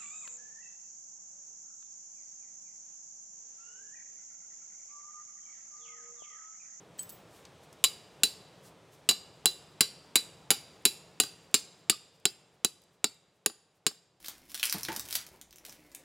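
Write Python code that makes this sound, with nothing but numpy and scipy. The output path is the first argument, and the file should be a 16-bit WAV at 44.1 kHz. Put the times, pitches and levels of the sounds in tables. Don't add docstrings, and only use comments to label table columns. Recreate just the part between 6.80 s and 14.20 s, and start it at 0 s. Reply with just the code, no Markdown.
import sys
import numpy as np
from scipy import signal
from scipy.fft import rfft, irfft
from scipy.io import wavfile

SR = 44100
rng = np.random.default_rng(int(sys.argv[2]) if len(sys.argv) > 2 else 0)


def dump(signal):
    limited = np.clip(np.atleast_2d(signal).T, -1, 1)
    pcm = np.round(limited * 32767).astype(np.int16)
    wavfile.write(sys.argv[1], SR, pcm)


N = 326340
AGE = np.arange(int(.4 * SR)) / SR

# (time [s], clank strength [dB], squareness of the hit as extra treble [dB],
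# level of the main singing mode [dB], t60 of the contact's chatter [s])
HAMMER_BLOWS = [(1.0402, 0.5, -0.5, -27, 0.037), (1.4343, .5, 0, -27.5, 0.019), (2.2897, 1, -5, -27, 0.034),
                (2.6569, 1, 1, -23, 0.014), (3.0077, 0.5, 3.5, -28.5, 0.021), (3.3564, 1.5, 0, -26, 0.024),
                (3.7047, -0.5, 4.5, -37.5, 0.041), (4.053, .5, 3.5, -28, .013),
                (4.4005, -0.5, 1.5, -31, 0.032), (4.7425, 3, -5, -34.5, 0.032),
                (5.0974, 1.5, -3, -39, 0.036), (5.4543, 1, -7.5, -32, 0.012), (5.8468, -3, 2.5, -36, 0.021),
                (6.2426, -1.5, -8, -41.5, 0.016), (6.661, -5, 4, -47, 0.02), (7.0656, -2, -5, -38.5, 0.034)]


def undb(db):
    return 10 ** (np.asarray(db) / 20)


def fade(t60, age=AGE):
    return np.exp(-np.log(1000) * age / t60)


def band(x, lo_hz, hi_hz, order=2):
    sos = signal.butter(order, [lo_hz, min(hi_hz, SR / 2 - 1)], "band", fs=SR, output="sos")
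    return signal.sosfilt(sos, x)


def burst(x, db):
    return x * undb(db) / np.sqrt(np.sum(x ** 2) / (.02 * SR))


def noise(size=len(AGE)):
    return rng.standard_normal(size)


def add(track, s, sound):
    i = int(s * SR)
    track[i:i + len(sound)] += sound[:len(track) - i]


def ring(hz, t60):
    return np.sin(2 * np.pi * hz * AGE) * fade(t60)


def rush(low_trim_db=-0.23, hiss_db=-7.5, waver_db=0.7):
    # (time [s], level [dB])
    rush_course = [(0.0, -57), (1.77, -57.5), (2.04, -59), (3.58, -58.5), (4.55, -60), (5.21, -65),
                   (7.4, -74)]
    # (frequency [Hz], level [dB])
    rush_colour = [(15, -60.5), (25, -27), (43, -14), (108, -5.5), (170, -1), (223, -11), (463, -6),
                   (1160, -14.5), (1520, -18.5), (2840, -21), (3620, -21), (4610, -26.5), (5570, -27),
                   (8590, -30.5), (16000, -46)]
    s, level_db = np.transpose(rush_course)
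    colour_hz, colour_db = np.transpose(rush_colour)
    hz, t = np.arange(N // 2 + 1) * SR / N, np.arange(N) / SR
    spectrum = rfft(noise(size=N)) * undb(np.interp(np.log(hz + 1), np.log(colour_hz), colour_db))
    out = 0
    for part, trim_db in ((hz < 1500, low_trim_db), (hz >= 1500, hiss_db)):
        x = irfft(spectrum * part, N)
        waver = np.interp(t, np.linspace(0, t[-1], num=80), noise(size=80))
        out = out + x / x.std() * undb(np.interp(t, s, level_db + trim_db) + waver_db * waver)
    return out


def clinks():
    # (time [s], level [dB], tilt about 8 kHz [dB per octave])
    touches = [(.181, -58, 24), (.1926, -36, -6), (0.226, -48, 35), (.293, -51.5, 25.5), (.323, -56, 23)]
    # (frequency [Hz], relative level before the tilt [dB], t60 [s])
    touch_modes = [(3140, -26, 0.11), (4390, -13, 0.023), (5010, -25, 0.066), (6535, -15, 0.14),
                   (7970, 4.5, 0.079), (10400, -19, 0.15), (12600, -22, 0.068), (13280, -16, 0.19),
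                   (15300, -16, 0.21), (15330, -18, 0.13)]
    out = np.zeros(N)
    for s, db, tilt_db in touches:
        modes = 0
        for hz, mode_db, t60 in touch_modes:
            modes = modes + undb(mode_db + tilt_db * np.log2(hz / 8000)) * ring(hz, t60)
        add(out, s, burst(modes, db))
    return out


def ticks(tick_t60=0.021, faint_count=8, faint_db=-72, spread_db=2.5, faint_hz=7000):
    # (time [s], level [dB], centre of the band [Hz])
    loud_ticks = [(0.187, -57.5, 4200), (0.232, -54, 11000), (.293, -51.5, 9900), (.298, -53, 9340),
                  (.304, -54, 9500), (.652, -56, 3160), (0.928, -62, 5500)]
    faint_ticks = []
    for _ in range(faint_count):
        faint_ticks.append((rng.random() * N / SR, faint_db + spread_db * rng.standard_normal(), faint_hz))
    out = np.zeros(N)
    for s, db, hz in list(loud_ticks) + faint_ticks:
        add(out, s, burst(band(noise() * fade(tick_t60), hz / 2, hz * 1.9), db))
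    return out


def sleeve(swing_lead_s=.1, swing_db=-72, swing_s=.024):
    # (time of the peak [s], gain on the band-passed noise [dB], Gaussian half-width at 1/e [s])
    swish_moves = [(0.302, -62, 0.1), (0.564, -60, 0.058), (.84, -62, 0.018), (1.866, -55.5, 0.033),
                   (2.14, -59, 0.023)]
    downswings = [(s - swing_lead_s, swing_db + db, swing_s) for s, db, *_ in HAMMER_BLOWS]
    middle = AGE[-1] / 2
    out = np.zeros(N)
    for s, db, length_s in list(swish_moves) + downswings:
        cloth = band(noise(), 4000, 11000, order=1) * np.exp(-((AGE - middle) / length_s) ** 2)
        add(out, s - middle, undb(db) * cloth)
    return out


def trunks(near_s=0.007, spread=1.288, loss_db=21, air_db=70):
    scatter_hz, scatter_octaves, scatter_db = 4840, .17, 6
    size = 2 * len(AGE)
    age, hz = np.arange(size) / SR, np.arange(size // 2 + 1) * SR / size
    spreading = (1 - np.exp(-age / 0.0032)) * (1 + age / near_s) ** -spread
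    spreading /= np.sqrt(np.sum(spreading ** 2))
    octaves = np.log2((hz + 1) / scatter_hz)
    colour = undb(scatter_db * np.exp(-(octaves / scatter_octaves) ** 2))
    echoes, response = rfft(noise(size=size)) * colour, 0
    for lo in range(0, 16001, 2000):
        part = irfft(echoes * ((hz >= lo) & (hz < lo + 2000)), size)
        response = response + part * undb(-(loss_db + air_db * (lo / 11000) ** 2) * age)
    return response * spreading


def outdoors(sound, s):
    echo_drop = (4.7, 5.5)
    echo_db = np.interp(s, echo_drop, [-8, -14])
    return signal.fftconvolve(sound, trunks()) * undb(echo_db)


def push(chatter_s, grit):
    force = grit * noise() * (fade(chatter_s) + 1e-18)
    force[0] += 1 if rng.random() < .5 else -1
    return force


def crack(db, t60, grit, lo_hz, hi_hz):
    return burst(band(push(t60, grit), lo_hz, hi_hz), db)


def struck(modes, edges_hz, group_db, chatter_s, grit, scatter_db=1.13, shift=0.12):
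    groups = np.zeros((len(group_db), len(AGE)))
    for nominal_hz, db, t60 in modes:
        bandwidth_hz = np.log(1000) / (np.pi * t60)
        hz = nominal_hz + shift * rng.standard_normal() * bandwidth_hz
        radius = fade(t60, 1 / SR)
        poles = [1, -2 * radius * np.cos(2 * np.pi * hz / SR), radius ** 2]
        skirt = np.exp(-2 * np.pi * nominal_hz / SR)
        mode = signal.lfilter([1, 0, -1], np.convolve(poles, [1, -skirt]), push(chatter_s, grit))
        group = np.searchsorted(edges_hz, nominal_hz)
        groups[group] += burst(mode, db + scatter_db * rng.standard_normal())
    return sum(burst(g, db) for g, db in zip(groups, group_db))


def clank(group_db, chatter_s, grit=0.12, crack_db=-4.0, crack_t60=0.027):
    # (nominal frequency [Hz], mean level relative within its group [dB], t60 [s])
    stake_modes = [(2560, -5, 0.0028), (2830, -5, 0.018), (2890, -10, 0.018), (3080, -5.5, 0.0058),
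                   (3592, -3.5, 0.0091), (3970, -1.5, 0.018), (4700, -1.5, 0.016), (4772, 0.5, 0.017),
                   (5240, -8, 0.018), (7020, -5, .007), (6925, 0, 0.026), (7486, 0, 0.012),
                   (8410, -2.5, 0.0045), (9755, -2, 0.0094), (10000, -3, .007), (10514, 2, 0.01),
                   (12100, 1.5, 0.0091), (13250, -3.5, 0.0084), (14800, -4.5, 0.0082)]
    stake_edges = [4100, 5500, 7180, 9000, 11200]
    impact = crack(np.mean(group_db) + crack_db, crack_t60, grit, 2100, 17000)
    return impact + struck(stake_modes, stake_edges, group_db, chatter_s, grit)


def ground(knock_db, thud_db, soil_db, slip_s=0.03):
    # (nominal frequency [Hz], mean level relative within its group [dB], t60 [s])
    dull_modes = [(161, 0, 0.025), (228, -2.5, 0.068), (297, 1.5, 0.03), (371.1, 1, 0.031),
                  (420.3, -0.5, 0.066), (784, -1, 0.015), (1186, -0.5, 0.011), (1490, -0.5, 0.01),
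                  (1700, -8, 0.0056)]
    dull_edges = [190, 600]
    return struck(dull_modes, dull_edges, [soil_db, thud_db, knock_db], slip_s, grit=0.12)


def singing(ring_db, overtone_db, grip_s, swell_s=0.0007, t60=0.66, overtone_grip_s=0.047, closing=3.1):
    # (mean frequency [Hz], level re overtone_db [dB], t60 before the grip [s])
    side_modes = [(4495, -11, 0.19), (4780, -10.5, 0.037), (4846, -11.5, .15), (5250, -15, 0.12)]
    swell = 1 - np.exp(-AGE / swell_s)
    main_hz = 3972 * (1 + 0.0017 * rng.standard_normal())
    main = ring(main_hz, t60) * swell / (1 + (AGE / grip_s) ** closing)
    held = swell / (1 + (AGE / overtone_grip_s) ** 4)
    out = burst(main, ring_db)
    for mean_hz, db, overtone_t60 in side_modes:
        hz = mean_hz * (1 + .003 * rng.standard_normal())
        out = out + burst(ring(hz, overtone_t60) * held, overtone_db + db)
    return out


def blows(clank_db=-0.82, singing_echo_db=-4, splash_db=-1.0, splash_t60=.012):
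    # (level at the first blow [dB],
    # gain as the stake goes fully in [dB], share of the extra treble [dB per dB])
    stake_groups = [(-24, -3, -0.098), (-31, 0.5, 0.042), (-30.5, 4, 0.52), (-24.5, -2.5, -.2),
                    (-26, -.5, 1), (-29, -11, 0.72)]
    loose_db, loose_depth = -13, .11
    packed_db = -3.5
    shallow_grip_s, deep_grip_s = .03, .016
    off_centre_gain = .35
    base_db, sunk_db, treble_share = np.transpose(stake_groups)
    depths = np.linspace(0, 1, num=len(HAMMER_BLOWS))
    out = np.zeros(N)
    for (s, db, square_db, ring_db, chatter_s), depth in zip(HAMMER_BLOWS, depths):
        group_db = base_db + db + depth * sunk_db + square_db * treble_share
        seat_db = loose_db * np.exp(-depth / loose_depth) + packed_db * depth
        dull = ground(knock_db=-35.5 + seat_db, thud_db=-34 + seat_db, soil_db=-44 + seat_db)
        impact = clank(group_db + clank_db, chatter_s) + dull
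        grip_s = shallow_grip_s + depth * (deep_grip_s - shallow_grip_s)
        tone = singing(ring_db, group_db[1] - off_centre_gain * square_db, grip_s)
        splash = crack(np.mean(group_db) + splash_db, splash_t60, 0.11, 2400, 14000)
        add(out, s, impact + tone)
        add(out, s, outdoors(0.77 * impact + splash + undb(singing_echo_db) * tone, s))
    return out


def tocks(tock_t60=.03, swell_s=0.0022):
    # (time [s], level [dB], frequency [Hz])
    handle_tocks = [(1.042, -39, 1066), (5.1256, -48.5, 1230), (5.1419, -60, 1190)]
    out = np.zeros(N)
    for s, db, hz in handle_tocks:
        add(out, s, burst(ring(hz, tock_t60) * (1 - np.exp(-AGE / swell_s)), db))
    return out


def rebounds_and_bumps():
    # (time [s], clank level before the group offsets [dB], knock level [dB])
    small_impacts = [(1.0454, -30.5, -47.5), (2.2955, -30, -48.5), (2.311, -34, -45.5), (3.365, -33, -49),
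                     (3.714, -30, -38.5), (4.0590, -30.5, -46.5), (4.4359, -41.5, -49), (6.699, -58, -57.5),
                     (7.1124, -72, -62)]
    group_offsets_db = np.array([-4, -3.5, -4.5, -6.5, -12.0, -13.0])
    out = np.zeros(N)
    for s, db, knock_db in small_impacts:
        dull = ground(knock_db, knock_db - 3.0, knock_db - 13.0)
        impact = clank(db + group_offsets_db, chatter_s=0.014) + dull
        add(out, s, impact)
        add(out, s, outdoors(impact, s))
    return out


def scene(side_db=-25, handling_echo_db=-4, side_noise_db=-19):
    handling = clinks() + ticks() + sleeve() + tocks()
    near = blows() + rebounds_and_bumps() + handling + undb(handling_echo_db) * outdoors(handling, 0)[:N]
    less_middle = near - .5 * band(near, 900, 3500, order=1)
    scattered = signal.fftconvolve(less_middle, trunks())[:N]
    side_noise = undb(side_noise_db) * rush()
    side = undb(side_db) * scattered + side_noise
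    mid = near + rush()
    return np.array([mid + side, mid - side])


def record(dry, low_cut_hz=62, top_hz=15900):
    ceiling = .68
    rounded = ceiling * np.tanh(dry / ceiling)
    thinned = signal.sosfilt(signal.butter(2, low_cut_hz, "high", fs=SR, output="sos"), rounded)
    return signal.sosfilt(signal.ellip(8, .2, 70, top_hz, fs=SR, output="sos"), thinned)


dry = scene()
out = record(dry)
dump(out)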